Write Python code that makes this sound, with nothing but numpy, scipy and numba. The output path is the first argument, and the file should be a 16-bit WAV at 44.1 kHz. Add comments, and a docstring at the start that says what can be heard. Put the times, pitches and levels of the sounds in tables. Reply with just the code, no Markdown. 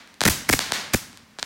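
"""Multi-shot firework at night

Each launch is a short tearing rush of gas that ends in a report and a thump; stars burst overhead
with dry cracks. Trees scatter it all back as a hissing echo over a faint rumble. A limiter ducks
after each bang, and the bass lags the treble, so every crack chirps downward."""
import sys
import numpy as np
from scipy import signal
from scipy.fft import rfft, irfft, next_fast_len
from scipy.io import wavfile
from scipy.ndimage import minimum_filter1d
from numba import njit

SR = 44100
rng = np.random.default_rng(int(sys.argv[2]) if len(sys.argv) > 2 else 0)


def generate_wav(sig):
    """Save sig (samples, or channels by samples) to the path in sys.argv[1] as 16-bit PCM at SR."""
    pcm = np.round(np.clip(np.atleast_2d(sig).T, -1, 1) * 32767).astype(np.int16)
    wavfile.write(sys.argv[1], SR, pcm)


N = 63945
T = np.arange(N) / SR
N_FFT = 2 * next_fast_len(N)
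HZ = np.maximum(np.fft.rfftfreq(N_FFT, 1 / SR), 1e-3)

# Launches: rush start/s, report t/s, report/dB, report bass/dB, rush/dB, puff/dB re rush,
# tube ring f/Hz, ring/dB re rush, thump f/Hz, thump/dB, echo/dB
LAUNCHES = [(0.252, 0.2636, 11, 7.5, -12, -3, 1980, -19, 111, -10, -24),
            (0.2766, 0.2865, 27.5, -8.5, -13, -4.5, 1990, -11, 81.5, -3, -21.5),
            (.4908, 0.498, 17.5, 4, -11.5, -6, 2000, -8, 68, -11.5, -25.5),
            (0.5269, 0.5372, 11, 7, -11.5, -5.5, 2140, -4, 74.5, -20, -28),
            (0.935, .9460, 12, 4, -14, -2.5, 1730, -12.5, 89.5, -17, -29.5)]
# Star bursts: t/s, crack/dB, body below 1.3 kHz/dB, treble edge f/Hz, echo/dB
BURSTS = [(0.0747, -20.5, -3, 12000, -57), (.1418, -18, -6, 12800, -70), (.2073, 13, -9, 7850, -25.5),
          (0.2153, 15.5, 9.5, 11800, -54), (0.2368, 20, 1.5, 12700, -41), (.5914, 20, -2, 10600, -25.5),
          (0.607, -5, 2, 2500, -40), (0.706, -2, 3, 2240, -35), (.7209, 19.5, 3, 10800, -24),
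          (1.13, -17.5, 2.5, 11900, -53), (1.1736, -11, -11, 13200, -57.5), (1.3871, -4.5, 9, 7900, -46),
          (1.3922, -7.5, -6, 9000, -50.5), (1.3944, -1.5, -12, 7400, -57), (1.3974, -2, -9, 7160, -55),
          (1.4278, 11.5, -7.5, 7260, -41.5)]


def undb(db):
    """Decibels to gain."""
    return 10 ** (np.asarray(db) / 20)


def curve(points):
    """(f/Hz, value) points interpolated over log frequency."""
    hz, values = np.array(points, float).T
    return np.interp(np.log(HZ), np.log(hz), values)


def noise(gain):
    """Unit-rms noise with the given gain per frequency."""
    x = irfft(rfft(rng.standard_normal(N_FFT)) * gain)[:N]
    return x / x.std()


def pulse(at_s, gain, ground_lag_s=0.001232, ground_db=-11, ground_edge_hz=6700):
    """Causal pressure pulse, followed by its duller reflection off the ground."""
    cepstrum = irfft(np.log(gain + 1e-6))
    cepstrum[1:N_FFT // 2] *= 2  # fold to minimum phase
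    cepstrum[N_FFT // 2 + 1:] = 0
    direct = np.exp(rfft(cepstrum) - 2j * np.pi * HZ * round(at_s * SR) / SR)
    ground = undb(ground_db) * np.exp(-2j * np.pi * HZ * ground_lag_s) / (1 + (HZ / ground_edge_hz) ** 2)
    return irfft(direct * (1 + ground))[:N]


def gas_rush(start_s, end_s, level_db, puff_db, ring_hz, ring_db):
    """Gas leaks, then tears out for about 10 ms with a low puff and rings the tube."""
    rush_spectrum = [(30, -22), (60, -14), (130, 5.5), (300, 1.5), (600, -4), (1100, -4.5), (1600, 0.5),
                     (2400, 1), (3100, -7), (4500, -5), (6500, -5), (9000, -8.5), (15500, -14)]  # tearing gas: f/Hz, level/dB
    puff_spectrum = [(25, -25), (60, -6), (130, 3.5), (240, -2.5), (450, -15.5), (1200, -32), (16000, -68)]  # low puff: f/Hz, level/dB
    leak_db, leak_rise_s = -17, 0.004
    attack_s, release_s, ring_width_hz = 0.0005, 0.0018, 220
    before_s, after_s = np.maximum(start_s - T, 0), np.maximum(T - end_s, 0)
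    leak = undb(leak_db) * np.exp(-before_s / leak_rise_s)
    envelope = np.maximum(np.exp(-before_s / attack_s), leak) * np.exp(-after_s / release_s)
    grain_db = 2.5 * np.interp(T, np.linspace(0, T[-1], N // 40), rng.standard_normal(N // 40))
    sag_db = 4.5 * np.clip((T - start_s) / (end_s - start_s), 0, 1)
    ring = undb(ring_db) * noise(1 / (1 + (2 * (HZ - ring_hz) / ring_width_hz) ** 2))
    tear = noise(undb(curve(rush_spectrum)))
    puff = undb(puff_db) * noise(undb(curve(puff_spectrum)))
    return (tear + puff + ring) * envelope * undb(level_db - sag_db + grain_db)


def launches(thump_rise_s=0.0035, thump_decay_s=0.0083):
    """A sharp report ends each gas rush; the air swings back in a low thump."""
    report_spectrum = [(30, -16), (100, 0.5), (250, 13), (600, 5.5), (1100, -1), (1800, 4.5), (3500, -8.5),
                       (8000, -11), (16000, -14.5)]  # launch report: f/Hz, level/dB
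    out = 0
    for (start_s, at_s, report_db, bass_db, rush_db, puff_db,
         ring_hz, ring_db, thump_hz, thump_db, _) in LAUNCHES:
        rush = gas_rush(start_s, at_s, rush_db, puff_db, ring_hz, ring_db)
        shelf_db = bass_db / (1 + (HZ / 400) ** 2)
        report = pulse(at_s, undb(report_db + curve(report_spectrum) + shelf_db))
        age_s = np.maximum(T - at_s, 0)
        envelope = (1 - np.exp(-age_s / thump_rise_s)) * np.exp(-age_s / thump_decay_s)
        thump = undb(thump_db) * envelope * np.sin(2 * np.pi * thump_hz * age_s)
        out += rush + report + thump
    return out


def stars():
    """Each star bursts in one pressure pulse, a dry crack."""
    crack_spectrum = [(40, -19), (150, -6), (400, 0), (800, -0.5), (1600, 1.5), (2700, -6.5), (4000, 1.5),
                      (6000, -6), (8000, -5.5), (16000, -16)]  # star crack: f/Hz, level/dB
    out = 0
    for at_s, crack_db, body_db, edge_hz, _ in BURSTS:
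        shelf_db = body_db / (1 + (HZ / 1300) ** 2)
        lowpass = 1 / np.sqrt(1 + (HZ / edge_hz) ** 8)
        out += pulse(at_s, undb(crack_db + curve(crack_spectrum) + shelf_db) * lowpass)
    return out


def echo_envelope(age_s, t60_s, delay_s=0.0032, rise_s=0.0078):
    """Short delay, linear rise, exponential decay."""
    rise = np.clip((age_s - delay_s) / rise_s, 0, 1)
    return rise * np.exp(-np.log(1000) * np.maximum(age_s, 0) / t60_s)


def scatter(events, spectrum, decays):
    """Diffuse echoes of (t/s, level/dB) events; each band dies at its own rate."""
    hiss = rfft(noise(undb(curve(spectrum))), N_FFT)
    out = 0
    for band_hz, t60_s in decays:
        band = curve([(hz, hz == band_hz) for hz, _ in decays])
        power = sum((undb(db) * echo_envelope(T - at_s, t60_s)) ** 2 for at_s, db in events)
        out += irfft(hiss * band)[:N] * np.sqrt(power)
    return out


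def trees(near_db=7, near_t60_s=0.11):
    """Trees scatter launches and bursts back as hiss; the first scatter is near the launcher."""
    shot_spectrum = [(30, -14), (60, -3.5), (140, 4.5), (240, 1.5), (400, -5.5), (900, -4), (1800, 0),
                     (3000, -1.5), (6000, 2.5), (10000, 0), (15500, -2.5)]  # launch echo: f/Hz, level/dB
    star_spectrum = [(40, -25), (150, -6), (400, -8.5), (900, -5), (1800, -1.5), (2800, -4), (4500, -1.5),
                     (7000, -7), (10000, -14.5), (15500, -22)]  # burst echo: f/Hz, level/dB
    shot_decays = [(60, 1.43), (200, 1.36), (500, 0.63), (2000, 0.6), (6000, 0.5), (14000, 0.31)]  # launch echo decay: f/Hz, T60/s
    star_decays = [(100, .8), (600, 0.82), (2000, 0.82), (5000, 0.57), (14000, 0.44)]  # burst echo decay: f/Hz, T60/s
    shots = [(at_s, echo_db) for _, at_s, *_, echo_db in LAUNCHES]
    bursts = [(at_s, echo_db) for at_s, *_, echo_db in BURSTS]
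    bursts.append((-0.22, -27.5))  # an earlier burst, still dying away
    near_envelope = sum(undb(db + near_db) * echo_envelope(T - at_s, near_t60_s) for at_s, db in shots)
    near = noise(undb(curve(shot_spectrum))) * near_envelope
    return near + scatter(shots, shot_spectrum, shot_decays) + scatter(bursts, star_spectrum, star_decays)


def night(level_db=-55):
    """Faint, steady outdoor rumble."""
    rumble_spectrum = [(25, -26), (60, -2.5), (140, -8.5), (240, 7), (350, -7.5), (800, -9), (1800, -9),
                       (3000, -13), (5000, -15), (9000, -23.5), (15500, -29)]  # night air: f/Hz, level/dB
    return undb(level_db) * noise(undb(curve(rumble_spectrum)))


def scene():
    """Launches, bursts and their echoes over the rumble; mono."""
    return (launches() + stars() + trees() + night())[None]


@njit
def limiter_gain(allowed, release_s):
    """Gain that drops at once and recovers gradually."""
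    out, gain = np.empty(len(allowed)), 1.0
    for i in range(len(allowed)):
        gain = min(allowed[i], gain + (1 - gain) / (release_s * SR))
        out[i] = gain
    return out


def record(dry):
    """Fast limiter with a short hold, bass lag, rounded peaks, steep top cut."""
    ceiling_db, hold_s, clip_db, top_hz = 2, 0.0098, -1.6, 16000
    lag_cycles, lag_corner_hz = 1.2, 50
    half_hold = int(hold_s * SR / 2)
    allowed = np.minimum(1, undb(ceiling_db) / (np.abs(dry[0]) + 1e-9))
    held = minimum_filter1d(allowed, size=2 * half_hold + 1, origin=half_hold - 8)  # 8 samples ahead
    limited = dry[0] * limiter_gain(held, release_s=0.0011)
    lag_rad = 2 * np.pi * lag_cycles * np.log1p(HZ / lag_corner_hz)  # delay = cycles / (f + corner)
    chirped = irfft(rfft(limited, N_FFT) * np.exp(-1j * lag_rad))[:N]
    rounded = chirped / (1 + (chirped / undb(clip_db)) ** 8) ** (1 / 8)
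    top_cut = signal.ellip(10, 0.2, 80, top_hz, fs=SR, output="sos")
    return signal.sosfilt(top_cut, rounded)[None]


dry = scene()
out = record(dry)
generate_wav(out)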